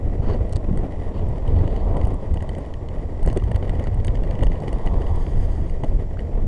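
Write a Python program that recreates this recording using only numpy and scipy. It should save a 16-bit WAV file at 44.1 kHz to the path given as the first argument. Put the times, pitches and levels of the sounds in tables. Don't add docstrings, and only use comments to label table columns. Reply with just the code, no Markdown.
import sys
import numpy as np
from scipy import signal
from scipy.fft import rfft, irfft, next_fast_len
from scipy.io import wavfile
from scipy.ndimage import uniform_filter1d, map_coordinates

SR = 44100
rng = np.random.default_rng(int(sys.argv[2]) if len(sys.argv) > 2 else 0)


def store_wav(level_fs):
    pcm = np.round(np.clip(np.atleast_2d(level_fs), -1, 1) * 32767)
    wavfile.write(sys.argv[1], SR, pcm.T.astype(np.int16))


N = 285327

REGISTER_EDGES_HZ = [300, 1500, 3700, 7300, 10800]
CLUNK_TOP_HZ = 833
# [start t/s, end t/s, small knocks per s, rise of the chatter level/dB]
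ROUGH_STRETCHES = [(1.156, 2.647, 4, 0), (3.252, 4.884, 8.7, 2.5)]


def amp(db):
    return 10 ** (np.asarray(db) / 20)


def unit(x):
    return x / np.sqrt(np.mean(x ** 2) + 1e-20)


def curves(rows):
    knot_s, *columns = np.transpose(rows)
    return [np.interp(np.arange(N) / SR, knot_s, column) for column in columns]


def wobble(rate):
    knots = rng.standard_normal(int(N * rate / SR) + 4)
    return map_coordinates(knots, [np.arange(N) * rate / SR])


def bell(s, half_s):
    return np.exp(-.5 * ((np.arange(N) / SR - s) / half_s) ** 2)


def filtered(x, response):
    m = next_fast_len(N + SR // 2)
    return irfft(rfft(x, m) * response(np.fft.rfftfreq(m, 1 / SR)), m)[:N]


def band(x, low_hz, high_hz):
    sos = signal.butter(3, [low_hz, high_hz], "bandpass", fs=SR, output="sos")
    return unit(signal.sosfilt(sos, x))


def noise(spectrum):
    f, db = np.transpose(spectrum)

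    def colour(hz):
        return amp(np.interp(np.log(hz + 1), np.log(f), db))

    return unit(filtered(rng.standard_normal(N), colour))


def grains(rate, spread_db):
    hit = rng.random(N) < rate / SR
    size = amp(spread_db * np.minimum(rng.exponential(size=N), np.pi))
    return unit(hit * size * rng.choice([-1, 1], N))


def add(track, s, sound):
    part = track[max(round(s * SR), 0):][:len(sound)]
    part += sound[:len(part)]


def swells(rows, source):
    track = np.zeros(N)
    for s, half_s, db, centre_hz, octaves in rows:
        def bell_band(hz):
            return np.exp(-.5 * (np.log2((hz + 1) / centre_hz) / octaves) ** 2)

        track += amp(db) * bell(s, half_s) * unit(filtered(source, bell_band))
    return track


def push(t, half_s):
    u = (t - t.mean()) / half_s
    return (2 * u * u - 1) * np.exp(-u * u)


def contact(t, rise_s):
    return rng.standard_normal(len(t)) * t / rise_s * np.exp(1 - t / rise_s)


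def chatter(t, rise_s):
    shortest_s, longest_s, bounce_db = 0.0015, 0.004, -11
    flight = round(rng.uniform(shortest_s, longest_s) * SR)
    bounce = np.pad(contact(t, rise_s), (flight, 0))[:len(t)]
    return contact(t, rise_s) + amp(bounce_db) * bounce


def housing(hz, tilt_db=0):
    # [f/Hz, width/Hz, level/dB before the tilt]
    modes = [(1941, 150, 7), (2910, 240, -1.5), (4490, 167, -1), (6530, 250, -5.5), (8360, 500, 2),
             (9850, 110, -14.5)]
    lowest_hz = modes[0][0]
    response = 0
    for centre, width, db in modes:
        gain = amp(db + tilt_db * np.log2(centre / lowest_hz))
        damping = 1j * hz * width
        response = response + gain * damping / (centre * centre - hz * hz + damping)
    return response


def struck(touch, crack_db):
    hz = np.fft.rfftfreq(len(touch), 1 / SR) * (1 + 0.015 * rng.standard_normal())
    return irfft(rfft(touch) * (housing(hz) + amp(crack_db)), len(touch))


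def bumps():
    # [t/s, rise of the rush level/dB]
    bump_rows = [(0.647, 7), (0.693, 5), (0.835, -1), (1.151, 1.5), (1.94, 0.5), (2.275, 0.5), (3.28, 9),
                 (3.371, 10.5), (4.431, 13), (5.281, 7.5), (5.84, 7), (6.38, 6)]
    return sum(rise_db * bell(s, half_s=0.0078) for s, rise_db in bump_rows)


def roughness_db():
    t, steps = np.arange(N) / SR, np.zeros(N)
    for start, end, _, rise_db in ROUGH_STRETCHES:
        steps += np.where((t > start) & (t < end), rise_db, 0.)
    return uniform_filter1d(steps, size=SR // 10)


def whine():
    # [f/Hz, rms level/dB]
    tone_rows = [(3893, -99.5), (5600, -79.5), (6201, -87), (6800, -88), (7400, -79), (9600, -96)]
    # [f/Hz, relative level/dB]
    circuit_colour = [(300, -0.5), (4000, 5), (7000, -0.5), (10000, -4), (11500, -28.5)]
    t, tones = np.arange(N) / SR, np.zeros(N)
    for hz, db in tone_rows:
        tones += np.sqrt(2) * amp(db) * np.sin(2 * np.pi * (hz * t + rng.random()))
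    return tones + amp(-71.5) * noise(circuit_colour)


def drops(glide, life_s, attack_s):
    # [t/s, level/dB before the envelope, starting f/Hz]
    plops = [(3.251, -30, 1040), (3.423, -22.5, 636), (3.859, -30, 820), (6.171, -29, 850)]
    track, t = np.zeros(N), np.arange(SR // 40) / SR
    decay = np.exp(-t / life_s)
    envelope = decay * (1 - np.exp(-t / attack_s))
    for s, db, hz in plops:
        pitch = hz * (1 + glide * (1 - decay))
        add(track, s, amp(db) * np.sin(2 * np.pi * np.cumsum(pitch) / SR) * envelope)
    return track


def swishes():
    # [t/s, half length/s, level/dB, centre f/Hz, width/octaves]
    swish_rows = [(0.29, 0.038, -43.5, 950, 0.39), (0.3, 0.041, -51, 3240, 0.62),
                  (1.17, 0.03, -58, 3400, 0.33), (1.69, 0.16, -60.5, 3500, 0.26),
                  (4.41, 0.11, -60.5, 2700, 0.49)]
    droplets = grains(rate=5400, spread_db=6.0) * amp(2.2 * wobble(110))
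    return swells(swish_rows, filtered(droplets, lambda hz: 0.21 + housing(hz)))


def wet_tyres(rough_gain, bump_gain, roar_falloff, spray_falloff):
    # [abreast t/s, distance across the road/m, roar level/dB, spray level/dB, spray lag t/s]
    car_rows = [(1.88, 13.2, -47, -65.5, 0), (4.98, 3.8, -41, -55, 0.34)]
    # [f/Hz, relative level/dB]
    roar_colour = [(300, -22.5), (650, 0.5), (920, 4.5), (1150, -2.5), (1550, -40), (1900, -14.5),
                   (2550, -37.5), (3200, -20.5), (4000, -32), (8000, -53.5)]
    # [f/Hz, relative level/dB]
    hiss_colour = [(1000, 14), (1500, 18.5), (1900, 26.5), (2500, 6.5), (3200, 18.5), (4000, 4), (4750, 17),
                   (5700, 0.5), (6500, 13), (7250, 3), (7900, 9.5), (9300, 3), (10350, 7), (11200, -8.5)]
    t = np.arange(N) / SR
    closing_m_per_s = 14.3

    def nearness(across_m, abreast_s):
        return across_m / np.hypot(across_m, closing_m_per_s * (t - abreast_s))

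    own_db = -59 + rough_gain * roughness_db() + bump_gain * bumps()
    roar_power, spray = amp(own_db) ** 2, 0
    for s, across_m, roar_db, spray_db, lag_s in car_rows:
        car_roar = amp(roar_db) * nearness(across_m, s) ** roar_falloff
        roar_power = roar_power + car_roar ** 2
        spray = spray + amp(spray_db) * nearness(across_m, s + lag_s) ** spray_falloff
    roar = np.sqrt(roar_power) * amp(0.85 * wobble(13) + 1.4 * wobble(90)) * noise(roar_colour)
    return roar + spray * amp(2.2 * wobble(35)) * noise(hiss_colour)


def snaps(swing_s, swing_db, contact_s, crack_db, body_db, return_db, clunk_s):
    # [first snap t/s, reference level/dB for all their parts]
    snap_rows = [(0.5252, -51), (0.5585, -47.5)]
    clamp_band_hz = [2500, 5070]
    return_s, clunk_db = 0.0065, 12
    track, t = np.zeros(N), np.arange(SR // 50) / SR
    clunk_edge, hollow_edge, _, _, top_edge = REGISTER_EDGES_HZ
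    for s, db in snap_rows:
        for when, level_db in (s, db), (s + return_s, db + return_db):
            shell = band(struck(contact(t, contact_s), crack_db), hollow_edge, top_edge)
            clamp = amp(body_db) * band(contact(t, contact_s), *clamp_band_hz)
            add(track, when, amp(level_db) * (shell + clamp))
        add(track, s - t.mean(), amp(db + swing_db) * push(t, swing_s))
        clunk = band(contact(t, clunk_s), clunk_edge, CLUNK_TOP_HZ)
        add(track, s + return_s - clunk_s, amp(db + clunk_db) * clunk)
    return track


def small_knocks(hollow_db, middle_db, sharp_db, jolt_db, size_db):
    levels_db = np.array([hollow_db, middle_db, sharp_db, jolt_db])
    rows = []
    for start, end, rate, _ in ROUGH_STRETCHES:
        for s in np.arange(start, end, 1 / rate):
            rows.append((s + rng.random() / rate, *(levels_db + size_db * rng.standard_normal())))
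    return rows


def knocks(contact_s, scrape_lag_s, crack_db, hollow_gain_db, middle_gain_db, sharp_gain_db,
           thump_s, thump_db, clunk_s, clunk_db):
    # [t/s, hollow level/dB, middle level/dB, sharp level/dB, jolt of the mount level/dB]
    knock_rows = [(0.4931, -60, -69, -63, -44), (0.7735, -52.5, -66, -53.5, -29.5),
                  (0.8343, -67, -69, -80, -33.5), (1.1935, -57, -67, -83, -34), (1.286, -67, -72, -64, -52),
                  (1.3578, -62, -80, -81, -37), (1.4768, -52.5, -65, -64.5, -49),
                  (1.6768, -49, -63, -72, -40), (1.7621, -50, -61, -68, -35),
                  (1.9677, -50, -69, -60, -28.5), (2.0129, -48.5, -65, -71, -48),
                  (2.0518, -53, -63, -62, -46), (2.0705, -62, -68, -57.5, -29),
                  (2.1411, -68, -69, -62, -34), (2.341, -55.5, -60, -59, -40),
                  (2.3726, -50.5, -65, -73, -35), (2.4061, -52, -67, -71, -49),
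                  (2.4236, -49.5, -61, -58, -32), (2.491, -45.5, -61, -57, -35),
                  (2.5496, -51, -63, -67, -54), (2.5829, -64, -69, -58.5, -34),
                  (2.7382, -50, -60, -69, -43), (2.8867, -52, -66, -70, -45), (3.2288, -57, -61, -57, -36),
                  (3.2608, -57, -57, -50.5, -35), (3.2746, -46.5, -53, -65, -29.5),
                  (3.2864, -52, -63, -59, -36), (3.2999, -49, -60, -69, -34.5),
                  (3.3276, -66, -56, -56, -32.5), (3.3599, -65, -75, -65, -41),
                  (3.3722, -44.5, -49, -47, -30), (3.4377, -51.5, -59, -76, -47),
                  (3.5146, -47, -63, -69, -34), (3.5165, -47, -67, -59, -34), (3.5456, -52, -64, -70, -38),
                  (3.5592, -48, -58, -56, -40), (3.6259, -49.5, -71, -79, -31.5),
                  (3.694, -43.5, -56, -60, -35.5), (3.7529, -58, -67, -68, -43),
                  (3.7959, -48, -61, -62, -36), (3.8396, -53, -57, -62, -39),
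                  (3.8704, -48, -67, -68, -33.5), (3.9432, -64, -66, -59, -52),
                  (4.0466, -46.5, -52, -48.5, -41), (4.0688, -69, -57, -50, -49),
                  (4.08, -41.5, -65, -66, -45), (4.1536, -50, -59, -69, -47), (4.2348, -50, -61, -74, -51),
                  (4.3092, -50, -58, -65, -44), (4.3525, -53, -66, -82, -44), (4.3901, -50, -64, -70, -36),
                  (4.4077, -49, -72, -77, -39), (4.426, -46, -61, -60, -33.5),
                  (4.4333, -43, -55, -53.5, -33), (4.4434, -60, -59, -69, -50),
                  (4.4673, -46.5, -59, -63, -31), (4.5178, -47.5, -63, -76, -45),
                  (4.6012, -64, -59, -68, -39), (4.6211, -66, -69, -64, -32.5),
                  (4.6803, -45.5, -57, -64, -32.5), (4.7278, -48.5, -56.5, -55, -35.5),
                  (4.8614, -63, -59, -59, -33), (4.8723, -44, -66, -69, -33.5),
                  (4.9679, -66, -77, -80, -41), (5.0181, -49.5, -65, -66, -39),
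                  (5.0665, -51, -73, -73, -45), (5.1579, -63, -69, -62, -45), (5.265, -51, -72, -78, -48),
                  (5.6965, -55, -63, -64, -56), (5.8356, -47.5, -60, -62, -28.5),
                  (5.8442, -52, -61, -63, -49), (6.1916, -47, -72, -84, -32)]
    weak_rows = small_knocks(hollow_db=-59, middle_db=-74, sharp_db=-81, jolt_db=-51.5, size_db=2.0)
    track, t = np.zeros(N), np.arange(SR // 50) / SR
    clunk_edge, hollow_edge, middle_edge, sharp_edge, top_edge = REGISTER_EDGES_HZ
    for s, hollow_db, middle_db, sharp_db, jolt_db in list(knock_rows) + weak_rows:
        bump = struck(chatter(t, contact_s), crack_db)
        scrape = struck(chatter(t, contact_s), crack_db)
        hollow = amp(hollow_db + hollow_gain_db) * band(bump, hollow_edge, middle_edge)
        middle = amp(middle_db + middle_gain_db) * band(scrape, middle_edge, sharp_edge)
        sharp = amp(sharp_db + sharp_gain_db) * band(scrape, sharp_edge, top_edge)
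        clunk = amp(jolt_db + clunk_db) * band(contact(t, clunk_s), clunk_edge, CLUNK_TOP_HZ)
        add(track, s, hollow)
        add(track, s + scrape_lag_s, middle + sharp)
        add(track, s - clunk_s, clunk)
        add(track, s - t.mean(), amp(jolt_db + thump_db) * push(t, thump_s))
    return track


def housing_buzz(shake, dull_db):
    drive = grains(rate=380, spread_db=7.0) + 0.92 * rng.standard_normal(N)
    drive = drive * amp(3.4 * shake)
    buzz = unit(filtered(drive, lambda hz: housing(hz, dull_db)))
    return amp(-58.5 + roughness_db()) * buzz


def eddies():
    # [t/s, peak level/dB, half length/s]
    thumps = [(0.2, -10, 0.0035), (0.644, -17, 0.0057), (0.714, -10.5, 0.0023), (1.569, -6.5, 0.0052),
              (1.616, -9.5, 0.0039), (2.045, -5.5, 0.005), (2.328, -14, 0.006), (3.242, -8, 0.015),
              (3.282, -6.5, 0.0076), (3.44, -8.5, 0.0061), (3.556, -6.5, 0.0052), (3.703, -10.5, 0.0088),
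              (3.794, -9.5, 0.0054), (4.095, -7, 0.0045), (4.202, -13.5, 0.0082), (4.233, -18, 0.0054),
              (4.755, -12, 0.0085), (4.858, -9.5, 0.014), (5.008, -13, 0.0074), (5.287, -14, 0.0043),
              (5.894, -10.5, 0.013), (6.382, -19, .003)]
    track, t = np.zeros(N), np.arange(SR // 10) / SR
    for s, db, half_s in thumps:
        add(track, s - t.mean(), amp(db) * push(t, half_s))
    return track


def wind(shake):
    # [t/s, buffet level/dB before a 0.2 dB cut, rush level/dB before the bumps]
    airflow = [(0.0, -19, -34.5), (0.18, -20.5, -34), (0.32, -21, -27), (0.47, -21.5, -36),
               (0.61, -24, -36), (0.73, -18, -34.5), (0.83, -22.5, -30), (0.93, -24, -36.5),
               (1.2, -20.5, -32.5), (1.42, -21.5, -35), (1.57, -13.5, -30.5), (1.8, -20, -33.5),
               (2.04, -18, -32), (2.2, -22.5, -35.5), (2.58, -21.5, -35.5), (2.64, -26.5, -36),
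               (2.8, -27, -39), (2.94, -21, -34.5), (3.1, -26, -36.5), (3.27, -20, -35),
               (3.42, -18.5, -34.5), (3.78, -18.5, -31.5), (3.98, -19.5, -35), (4.22, -17.5, -32),
               (4.42, -16.5, -35), (4.54, -18, -34), (4.83, -25.5, -34), (4.92, -17.5, -32),
               (5.2, -21, -35), (5.55, -18.5, -36), (5.78, -22.5, -37), (5.95, -17.5, -35),
               (6.12, -24, -37.5), (6.32, -21.5, -34.5), (6.47, -15, -35.5)]
    # [f/Hz, relative level/dB]
    buffet_colour = [(12, -4), (27, 4.5), (40, -2), (62, -5.5), (88, -3), (115, -12), (170, -18),
                     (280, -29.5), (500, -52.5), (1200, -93)]
    # [f/Hz, relative level/dB]
    rush_colour = [(100, -5), (220, 1.5), (320, 0.2), (450, 0.5), (650, -3), (850, -12), (1100, -19.5),
                   (1450, -28), (2500, -31.5), (5000, -55)]
    # [t/s, half length/s, level/dB, centre f/Hz, width/octaves]
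    low_swells = [(0.3, 0.083, -33.5, 186, 0.38), (0.715, 0.026, -28.5, 192, 0.46),
                  (1.62, 0.07, -31.5, 150, 1.17), (1.68, 0.26, -41.5, 510, 0.38),
                  (2.01, 0.1, -32, 160, 0.98), (1.98, 0.12, -44, 810, 0.4), (3.285, 0.018, -25, 203, 0.57),
                  (5.05, 0.16, -39, 400, 0.54), (6.32, 0.14, -44.5, 410, 0.6)]
    buffet_db, rush_db = curves(airflow)
    buffet = amp(buffet_db - 0.2) * unit(noise(buffet_colour) * amp(1.9 * wobble(22)))
    flutter = amp(1.0 * shake + 2.35 * wobble(130))
    rush = amp(rush_db + bumps()) * unit(noise(rush_colour) * flutter)
    rough_noise = rng.standard_normal(N) * amp(3.0 * wobble(90))
    return buffet + eddies() + rush + swells(low_swells, rough_noise)


def scene():
    shake = wobble(45)
    plops = drops(glide=1.06, life_s=0.0013, attack_s=0.00055)
    tyres = wet_tyres(rough_gain=2.9, bump_gain=0.69, roar_falloff=1.53, spray_falloff=1.42)
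    rocking = snaps(swing_s=0.004, swing_db=37.0, contact_s=0.0011, crack_db=-1,
                    body_db=-4.0, return_db=-3.0, clunk_s=0.0011)
    rattle = knocks(contact_s=0.00071, scrape_lag_s=0.0004, crack_db=-14,
                    hollow_gain_db=0.04, middle_gain_db=-1.3, sharp_gain_db=-0.4,
                    thump_s=0.0028, thump_db=13, clunk_s=0.001264, clunk_db=-4.5)
    buzz = housing_buzz(shake, dull_db=-12.0)
    mix = whine() + plops + swishes() + tyres + rocking + rattle + buzz + wind(shake)
    return mix[None]


def record(dry):
    limit, top_hz = 0.62, 10650
    rounded = dry[0] / (1 + (dry[0] / limit) ** 4) ** .25
    return filtered(rounded, lambda hz: 1 / np.sqrt(1 + (hz / top_hz) ** 120))[None]


dry = scene()
out = record(dry)
store_wav(out)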